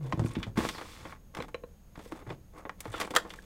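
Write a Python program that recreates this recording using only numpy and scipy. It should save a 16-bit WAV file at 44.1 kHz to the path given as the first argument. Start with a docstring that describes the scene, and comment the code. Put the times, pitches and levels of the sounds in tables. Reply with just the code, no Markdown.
"""A hand rummages in a plastic drawer: things click, rub and rattle, a round tin is knocked, and one
hard clack comes near the end. First a locker door bumps open and the drawer slides out, in a small wooden
boat cabin with a low hum and a faint high whine. Blows are noisy pushes shaped by each body's resonances;
rubs and the slide's body are noise in uneven catches, squeaks are wavering tones, the tin adds ringing sines."""
import sys
import numpy as np
from scipy import signal
from scipy.fft import rfft, irfft, next_fast_len
from scipy.io import wavfile
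from scipy.ndimage import uniform_filter1d, map_coordinates

SR = 44100
rng = np.random.default_rng(int(sys.argv[2]) if len(sys.argv) > 2 else 0)


def file_out(sig):
    """Save sig as 16-bit WAV at sys.argv[1]."""
    # one column per channel
    cols = np.atleast_2d(sig).T
    # limit, then scale
    lim = np.clip(cols, -1, 1)
    pcm = np.round(lim * 32767).astype(np.int16)
    wavfile.write(sys.argv[1], SR, pcm)


N = 152145  # scene length [samples]

# All band and colour levels are set before the tilt, resonances and bass roll-off that colour() adds.
# steady air with a whine: (frequency [Hz], level [dB])
AIR_COLOUR = [(20, -64.5), (45, -59.5), (90, -63.5), (200, -65.5), (330, -72), (520, -68), (1000, -74.5),
              (2500, -77.5), (6000, -78), (15000, -74.5)]
# peaks in the air, the whine among them: (frequency [Hz], width [Hz], boost [dB])
AIR_PEAKS = [(192, 58, 8.5), (6570, 280, 14.5), (12200, 450, 8)]
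# low hum: (frequency [Hz], rms level [dB])
HUM = [(38, -60), (77, -62.5)]
# decay of the cabin: (frequency [Hz], time to fall 60 dB [s])
CABIN_DECAY = [(100, 0.68), (1000, 0.16), (5000, 0.18), (15000, 0.13)]
# the door's edge striking: (time [s], level added to the colour [dB])
DOOR_KNOCKS = [(0.1239, -28.5), (0.1304, -35)]
# door tone: (frequency [Hz], level [dB])
DOOR_COLOUR = [(300, -12), (1050, -1), (1500, -8), (4000, -14), (15000, -40)]
# door resonances: (frequency [Hz], width [Hz], boost [dB])
DOOR_MODES = [(690, 52, 8), (1030, 97, 9.5)]
# wooden bumps: (time [s], low, middle and high band levels [dB], time for the chatter to fall 60 dB [s])
BUMPS = [(0.132, -28.5, -29.5, -54, 0.051), (0.175, -31, -35, -48, 0.11),
         (.194, -21.5, -35.5, -32.5, 0.069), (0.218, -29, -31.5, -52, 0.052),
         (0.246, -29, -27.5, -48, 0.04), (0.366, -35.5, -25.5, -57, 0.029), (0.384, -25, -35.5, -66, 0.024),
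         (0.467, -30.5, -42.5, -44.5, 0.18), (0.5753, -31.5, -18, -63, 0.04),
         (.586, -37.5, -21.5, -43, 0.044), (1.387, -39.5, -38, -47, 0.16), (1.975, -44, -45, -49, 0.039),
         (2.1204, -59, -31.5, -68, 0.034), (2.275, -38, -51.5, -53.5, 0.089), (2.301, -37, -41, -44, 0.14),
         (2.878, -34.5, -61, -58, 0.13)]
# centres of the three bump bands: (frequency [Hz])
BUMP_BANDS_HZ = [110, 300, 850]
# bump treble: (frequency [Hz], level relative to the high bump band [dB])
BUMP_TREBLE = [(2500, -18), (8000, -17.5), (15000, -36)]
# locker wood resonances: (frequency [Hz], width [Hz], boost [dB])
WOOD_MODES = [(137.5, 57, 5.5), (234.5, 26, 3.5), (327, 24.5, 6)]
# the drawer sliding out: (time [s], rms level of its body [dB], rms level of the runners' hiss [dB])
SLIDE = [(0.558, -54, -66), (0.579, -30.5, -47), (.62, -37.5, -47), (.652, -35, -43.5), (.68, -46, -47),
         (.725, -53.5, -52), (.83, -49.5, -57), (.93, -53.5, -54.5), (1.03, -51.5, -59.5),
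         (1.12, -52, -60.5), (1.181, -64, -82)]
# relative tone of the sliding body: (frequency [Hz], level [dB])
SLIDE_BODY = [(80, 16.5), (280, 5.5), (550, 6), (750, 6), (1150, 11.5), (2200, 6), (4000, -9)]
# relative tone of the runners' hiss: (frequency [Hz], level [dB])
SLIDE_HISS = [(1000, -30), (2300, 0.5), (4500, 3.5), (9000, -1), (15000, -7)]
# plastic drawer resonances: (frequency [Hz], width [Hz], boost [dB])
DRAWER_MODES = [(315, 45, 6), (490, 35, 6), (865, 40, 5), (1095, 90, 6), (2157, 600, 4), (3480, 250, 6),
                (8000, 900, 2)]
# stick-slip tones: (middle [s], time to fade to 1/e either side [s], middle pitch [Hz], waver [Hz], peak [dB])
SQUEAKS = [(0.045, 0.046, 139, 10, -30.5), (0.76, 0.045, 4580, 450, -51.5), (2.949, 0.0048, 1430, 130, -31),
           (3.39, 0.0023, 1900, 110, -39)]
# knocks on the tin: (time [s], level [dB], brightness [dB per octave])
TIN_KNOCKS = [(1.402, -28.5, 1.5), (1.544, -27.5, 1.5), (1.636, -33, -3), (2.059, -39.5, -3)]
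# the tap on the tin: (frequency [Hz], level [dB])
TIN_COLOUR = [(150, -17.5), (550, -14.5), (1150, -18), (2600, -15), (4500, -34), (9000, -39), (15000, -65)]
# the tin's ringing notes: (frequency [Hz], level [dB], time to fall 60 dB [s])
TIN_MODES = [(489, 6.5, 0.04), (1068, -1, 0.032), (4000, -11, 0.036)]
# spells of tiny ticks: (start [s], end [s], level before the 12 to 18 dB drop in rattles() [dB])
RATTLES = [(0.235, 0.341, -60), (2.895, 3.076, -60)]
# tone of a tick: (frequency [Hz], level [dB])
TICK_COLOUR = [(1000, -16), (3500, 7), (9000, 19), (15000, -2)]
# things rubbing: (start [s], length [s], levels in the four click bands, low to high [dB])
RUBS = [(0, 0.17, -43, -59.5, -65, -70), (0.154, 0.35, -52.5, -57, -60, -65.5),
        (1.34, 0.12, -47, -48, -58.5, -64), (1.933, 0.25, -61, -65.5, -67.5, -66.5),
        (2.092, .17, -54, -56.5, -67.5, -69), (2.261, 0.094, -44.5, -51, -62.5, -70),
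        (2.533, .11, -50.5, -50.5, -69, -67.5), (2.78, 0.4, -56, -53.5, -62.5, -64),
        (2.917, 0.16, -42.5, -48.5, -50.5, -64), (3.215, 0.25, -55, -62.5, -64, -65)]
# hard clack and its rebounds: (time [s], level added to the colour [dB])
CLACKS = [(3.1623, -18), (3.168, -23.5), (3.184, -36)]
# tone of the clack: (frequency [Hz], level [dB])
CLACK_COLOUR = [(150, -30.5), (480, -12), (900, -7.5), (1450, -0.5), (2300, -9.5), (3400, -8), (8000, -11),
                (15000, -15)]
# resonances of the clack: (frequency [Hz], width [Hz], boost [dB])
CLACK_MODES = [(484, 60, 9), (872, 40, 5), (1220, 70, 6), (1395, 70, 7), (1600, 70, 6), (1810, 80, 9),
               (3220, 220, 9), (5000, 110, 7), (7430, 450, 8)]
# plastic contacts: (time [s], four band levels, low to high [dB], time for the chatter to fall 60 dB [s])
CLICKS = [(0.26, -60, -43.5, -53, -52.5, 0.051), (.352, -47, -45, -41.5, -65, 0.056),
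          (.429, -69, -41, -36.5, -56, 0.062), (0.574, -52, -50, -38, -47.5, 0.23),
          (.65, -28.5, -35.5, -39, -68, 0.039), (0.688, -44, -38.5, -34.5, -43, 0.054),
          (0.747, -47, -41.5, -59, -82, 0.056), (0.7814, -43.5, -40.5, -49.5, -58.5, 0.079),
          (.812, -40.5, -39.5, -49.5, -61, 0.078), (1.052, -41.5, -45, -51.5, -90, 0.069),
          (1.123, -52, -43, -58, -92, 0.037), (1.349, -76, -42.5, -48.5, -54.5, 0.021),
          (1.369, -40, -40.5, -49, -55.5, 0.055), (1.423, -71, -47, -51, -57, 0.018),
          (1.482, -53, -50, -61.5, -65, 0.066), (1.955, -62, -50.5, -57.5, -73, 0.049),
          (1.991, -43, -48.5, -59.5, -65, 0.093), (2.121, -43, -40.5, -56, -62, 0.029),
          (2.3025, -46, -43.5, -47.5, -77, 0.028), (2.6521, -36.5, -43, -58.5, -85, 0.078),
          (2.694, -45.5, -34, -51, -63, 0.029), (2.8043, -54, -55, -51, -40.5, 0.033),
          (2.854, -35.5, -43, -52.5, -74, 0.053), (2.9396, -37, -39, -47, -71, 0.061),
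          (3, -35, -33.5, -37.5, -39, 0.1), (3.012, -37, -31.5, -36.5, -42, 0.053),
          (3.048, -37, -48, -48, -57, 0.042), (3.075, -41, -43.5, -59, -74, 0.027),
          (3.1055, -34.5, -46, -47, -49, 0.063), (3.138, -34, -32.5, -50, -54, 0.28),
          (3.1513, -35, -36, -38, -39, 0.031), (3.249, -41.5, -43.5, -62, -74, 0.14),
          (3.303, -58, -51, -44, -61, 0.051), (3.337, -67, -44.5, -55, -58.5, 0.026)]
# centres of the four click bands: (frequency [Hz])
CLICK_BANDS_HZ = [450, 1200, 3200, 9000]

CABIN_DB = -17  # level of the room's tail
TOP_HZ = 15800  # nothing sounds above this
SIZE = 16384  # length of one blow [samples]
BLOW_S = 0.008  # time that sets the strength of every blow
EVEN_BELOW_HZ = 1800  # below this a blow's random spectrum is evened out band by band
BEND_S = 0.000909  # travel time of a 1 kHz bending wave; the bass arrives later than the treble
RUB_RISE = 0.46  # share of a stroke spent rising
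RUB_SPLIT_HZ = 2500  # dull catches below, bright ones above
RUB_CATCHES_PER_S, RUB_SPREAD_DB = 110, 14
SLIDE_CATCHES_PER_S, SLIDE_SPREAD_DB = 220, 10
CATCH_SHARE = 0.5  # time for a catch's power to fall to 1/e, as a share of the mean gap
SQUEAK_SAG = 0.0804  # a tone sags from this share above its middle pitch towards as much below
TICKS_PER_S, TICK_SPREAD_DB = 70, 3  # spread is either side of the mean


def amp(db):
    """Decibels to gain."""
    return 10 ** (np.asarray(db) / 20)


def unit(x):
    """Scale to rms 1."""
    return x / np.sqrt(np.mean(x ** 2) + 1e-20)


def along(points, hz):
    """Read a curve of (frequency, value) points on a log frequency axis."""
    f, v = np.transpose(points)
    return np.interp(np.log(hz + 1), np.log(f + 1), v)


def wobble(rate):
    """A smooth random curve through rate knots a second."""
    knots = rng.standard_normal(int(N * rate / SR) + 4)
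    return map_coordinates(knots, [np.arange(N) * rate / SR])


def filtered(x, response):
    """Shape a sound by a response given as a function of frequency."""
    size = next_fast_len(N + SIZE)
    return irfft(rfft(x, size) * response(np.fft.rfftfreq(size, 1 / SR)), size)[:N]


def colour(points, modes, low_hz):
    """Response of a body: band levels and resonance peaks, tilted down 3 dB an octave, with a bass roll-off."""
    def response(f):
        peaks = sum(db / (1 + (2 * (f - hz) / width) ** 2) for hz, width, db in modes)
        tilt = np.sqrt(SR / 2 / (f + 1))
        roll_off = f ** 2 / (f ** 2 + low_hz ** 2)
        return amp(along(points, f) + peaks) * tilt * roll_off
    return response


def add(out, start, x):
    """Mix x into out at a start time in seconds."""
    part = out[max(round(start * SR), 0):][:len(x)]
    part += x[:len(part)]


def blow(response, t60, direct_db):
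    """A sharp push and dying chatter, rung through a causal body and spread in time by bending waves."""
    t, f = np.arange(SIZE) / SR, np.fft.rfftfreq(SIZE, 1 / SR)
    chatter = rng.standard_normal(SIZE) * amp(-60 * t / t60)
    force = chatter / np.linalg.norm(chatter)
    force[0] += amp(direct_db)  # the push, against chatter of energy 1
    force = rfft(force)
    # even out the colour of this random force
    power = np.abs(force) ** 2
    ripple = np.where(f < EVEN_BELOW_HZ, uniform_filter1d(power, size=64), power.mean())
    # fold the cepstrum forward so that the body answers only after the push (minimum phase)
    cepstrum = irfft(np.log(np.maximum(response(f) / np.sqrt(ripple), 1e-6)))
    cepstrum[1:SIZE // 2] *= 2
    cepstrum[SIZE // 2 + 1:] = 0
    lag = 4 * np.pi * BEND_S * np.sqrt(1000 * f)  # phase [rad]
    sound = irfft(force * np.exp(rfft(cepstrum) - 1j * lag))
    fade = np.cos(np.pi / 2 * t / t[-1])
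    return sound * fade * np.sqrt(BLOW_S * SR)


def friction(rate, spread_db):
    """Noise of rms 1 in uneven catches, rate a second, each starting at once and then dying away."""
    count = round(rate * N / SR)
    when, size = rng.random((2, count))
    places = ((np.arange(count) + when) * N / count).astype(int)
    slips = np.bincount(places, amp(spread_db * size) ** 2, N)
    power = signal.lfilter([1], [1, -np.exp(-rate / SR / CATCH_SHARE)], slips)
    return unit(rng.standard_normal(N) * np.sqrt(power))


def plastic_colour(levels, top_db=-7):
    """The drawer's resonances over one contact's band levels; each spot favours different ones."""
    modes = [(hz, width, db * rng.uniform(0.5, 1.5)) for hz, width, db in DRAWER_MODES]
    points = [*zip(CLICK_BANDS_HZ, levels), (TOP_HZ, levels[-1] + top_db)]
    return colour(points, modes, low_hz=295)


def background():
    """Low hum of phase-wandering sines, and noise shaped into quiet air and a narrow whine."""
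    t = np.arange(N) / SR
    hum = np.zeros(N)
    for hz, db in HUM:
        hum += amp(db) * np.sqrt(2) * np.sin(2 * np.pi * hz * t + 1.57 * wobble(2.3))
    return hum + filtered(rng.standard_normal(N), colour(AIR_COLOUR, AIR_PEAKS, low_hz=5))


def cabin(x):
    """The tail of the small wooden room: noise that swells quickly and dies at its own pace in each band."""
    hz, t, grid = signal.stft(rng.standard_normal(SR // 2), SR, nperseg=256)
    decay = amp(-60 * t / along(CABIN_DECAY, hz)[:, None])
    tail = signal.istft(grid * decay, SR, nperseg=256)[1]
    tail *= 1 - np.exp(-np.arange(len(tail)) / SR / 0.0058)
    return signal.fftconvolve(x, tail / np.linalg.norm(tail))[:N]


def door():
    """The edge of the locker door strikes with a crisp wooden tock and rebounds."""
    out = np.zeros(N)
    for start, db in DOOR_KNOCKS:
        tock = blow(colour(DOOR_COLOUR, DOOR_MODES, low_hz=300), t60=0.022, direct_db=-5)
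        add(out, start, amp(db) * tock)
    return out


def bumps():
    """Dull blows set off the low resonances of the locker's woodwork."""
    out = np.zeros(N)
    for start, *levels, t60 in BUMPS:
        treble = [(hz, levels[-1] + db) for hz, db in BUMP_TREBLE]
        wood = colour([*zip(BUMP_BANDS_HZ, levels), *treble], WOOD_MODES, low_hz=74.5)
        add(out, start, blow(wood, t60, direct_db=-4))
    return out


def slide():
    """The drawer jerks free in coarse catches, then glides on its hissing runners."""
    times, body_db, hiss_db = np.transpose(SLIDE)
    t = np.arange(N) / SR
    catches = friction(SLIDE_CATCHES_PER_S, SLIDE_SPREAD_DB)
    body = unit(filtered(catches, colour(SLIDE_BODY, DRAWER_MODES, low_hz=93)))
    grain = rng.standard_normal(N) * amp(1.1 * wobble(400))
    hiss = unit(filtered(grain, colour(SLIDE_HISS, DRAWER_MODES, low_hz=900)))
    # silent before the first point and after the last
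    body_gain = amp(np.interp(t, times, body_db, -np.inf, -np.inf))
    hiss_gain = amp(np.interp(t, times, hiss_db, -np.inf, -np.inf))
    return body * body_gain + hiss * hiss_gain


def squeaks():
    """Surfaces stick and slip into brief wavering, sagging tones: the door groans low, runners and plastic squeak."""
    out, t = np.zeros(N), np.arange(N) / SR
    for middle, length, hz, waver_hz, db in SQUEAKS:
        place = (t - middle) / length
        pitch = hz * (1 - SQUEAK_SAG * np.tanh(place)) + waver_hz * wobble(2 * waver_hz)
        phase = 2 * np.pi * np.cumsum(pitch) / SR
        out += amp(db) * np.sin(phase) * np.exp(-place ** 2)
    return out


def tin():
    """The round tin answers each knock with a tap and a short hollow note of decaying sines."""
    out, t = np.zeros(N), np.arange(SIZE) / SR
    for start, db, bright in TIN_KNOCKS:
        def tilt(hz):
            """Brightness of this knock, pivoting on the lowest note."""
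            return bright * np.log2(hz / TIN_MODES[0][0])
        points = [(hz, level + tilt(hz)) for hz, level in TIN_COLOUR]
        tap = blow(colour(points, [], low_hz=122), t60=0.035, direct_db=-12)
        ring = np.zeros(SIZE)
        for hz, level, t60 in TIN_MODES:
            ring += amp(level + tilt(hz) - 60 * t / t60) * np.sin(2 * np.pi * hz * t)
        soft_start = 1 - np.exp(-t / 0.0043)
        add(out, start, amp(db) * (tap + ring * soft_start))
    return out


def rattles():
    """Loose small things tick at random, each ringing at its own pitch."""
    out = np.zeros(N)
    for start, end, db in RATTLES:
        count = round((end - start) * TICKS_PER_S)
        for k, (when, size, pitch) in enumerate(rng.random((count, 3))):
            ping = [(2500 * 4 ** pitch, 900, 8)]  # 2.5 to 10 kHz
            tick = blow(colour(TICK_COLOUR, ping, low_hz=700), t60=0.036, direct_db=-13)
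            tick_db = db + TICK_SPREAD_DB * 2 * (size - 3.0)  # 12 to 18 dB down
            add(out, start + (k + when) / TICKS_PER_S, amp(tick_db) * tick)
    return out


def rubs():
    """Strokes of friction made of many tiny catches; dull and bright ones come separately."""
    out, t = np.zeros(N), np.arange(N) / SR
    for start, length, *levels in RUBS:
        stroke = np.sqrt(np.interp((t - start) / length, [0, RUB_RISE, 1], [0, 1, 0]))
        body = plastic_colour(levels)
        for kind in ("lowpass", "highpass"):
            split = signal.butter(2, RUB_SPLIT_HZ, kind, fs=SR, output="sos")
            catches = signal.sosfilt(split, friction(RUB_CATCHES_PER_S, RUB_SPREAD_DB))
            out += filtered(catches * stroke, body)
    return out


def clack():
    """One thing slips and falls hard against the drawer, rebounding with weaker blows."""
    out = np.zeros(N)
    for start, db in CLACKS:
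        hit = blow(colour(CLACK_COLOUR, CLACK_MODES, low_hz=153.7), t60=0.03, direct_db=-8.0)
        add(out, start, amp(db) * hit)
    return out


def clicks():
    """Plastic things tap each other and the drawer, exciting its resonances."""
    out = np.zeros(N)
    for start, *levels, t60 in CLICKS:
        add(out, start, blow(plastic_colour(levels), t60, direct_db=-14.5))
    return out


def scene():
    """All the handling, in the cabin, over the background."""
    handling = door() + bumps() + slide() + squeaks() + tin() + rattles() + rubs() + clack() + clicks()
    return (handling + amp(CABIN_DB) * cabin(handling) + background())[None]


def record(dry):
    """Cut everything from the band limit up."""
    return filtered(dry[0], lambda hz: hz < TOP_HZ)[None]


dry = scene()
out = record(dry)
file_out(out)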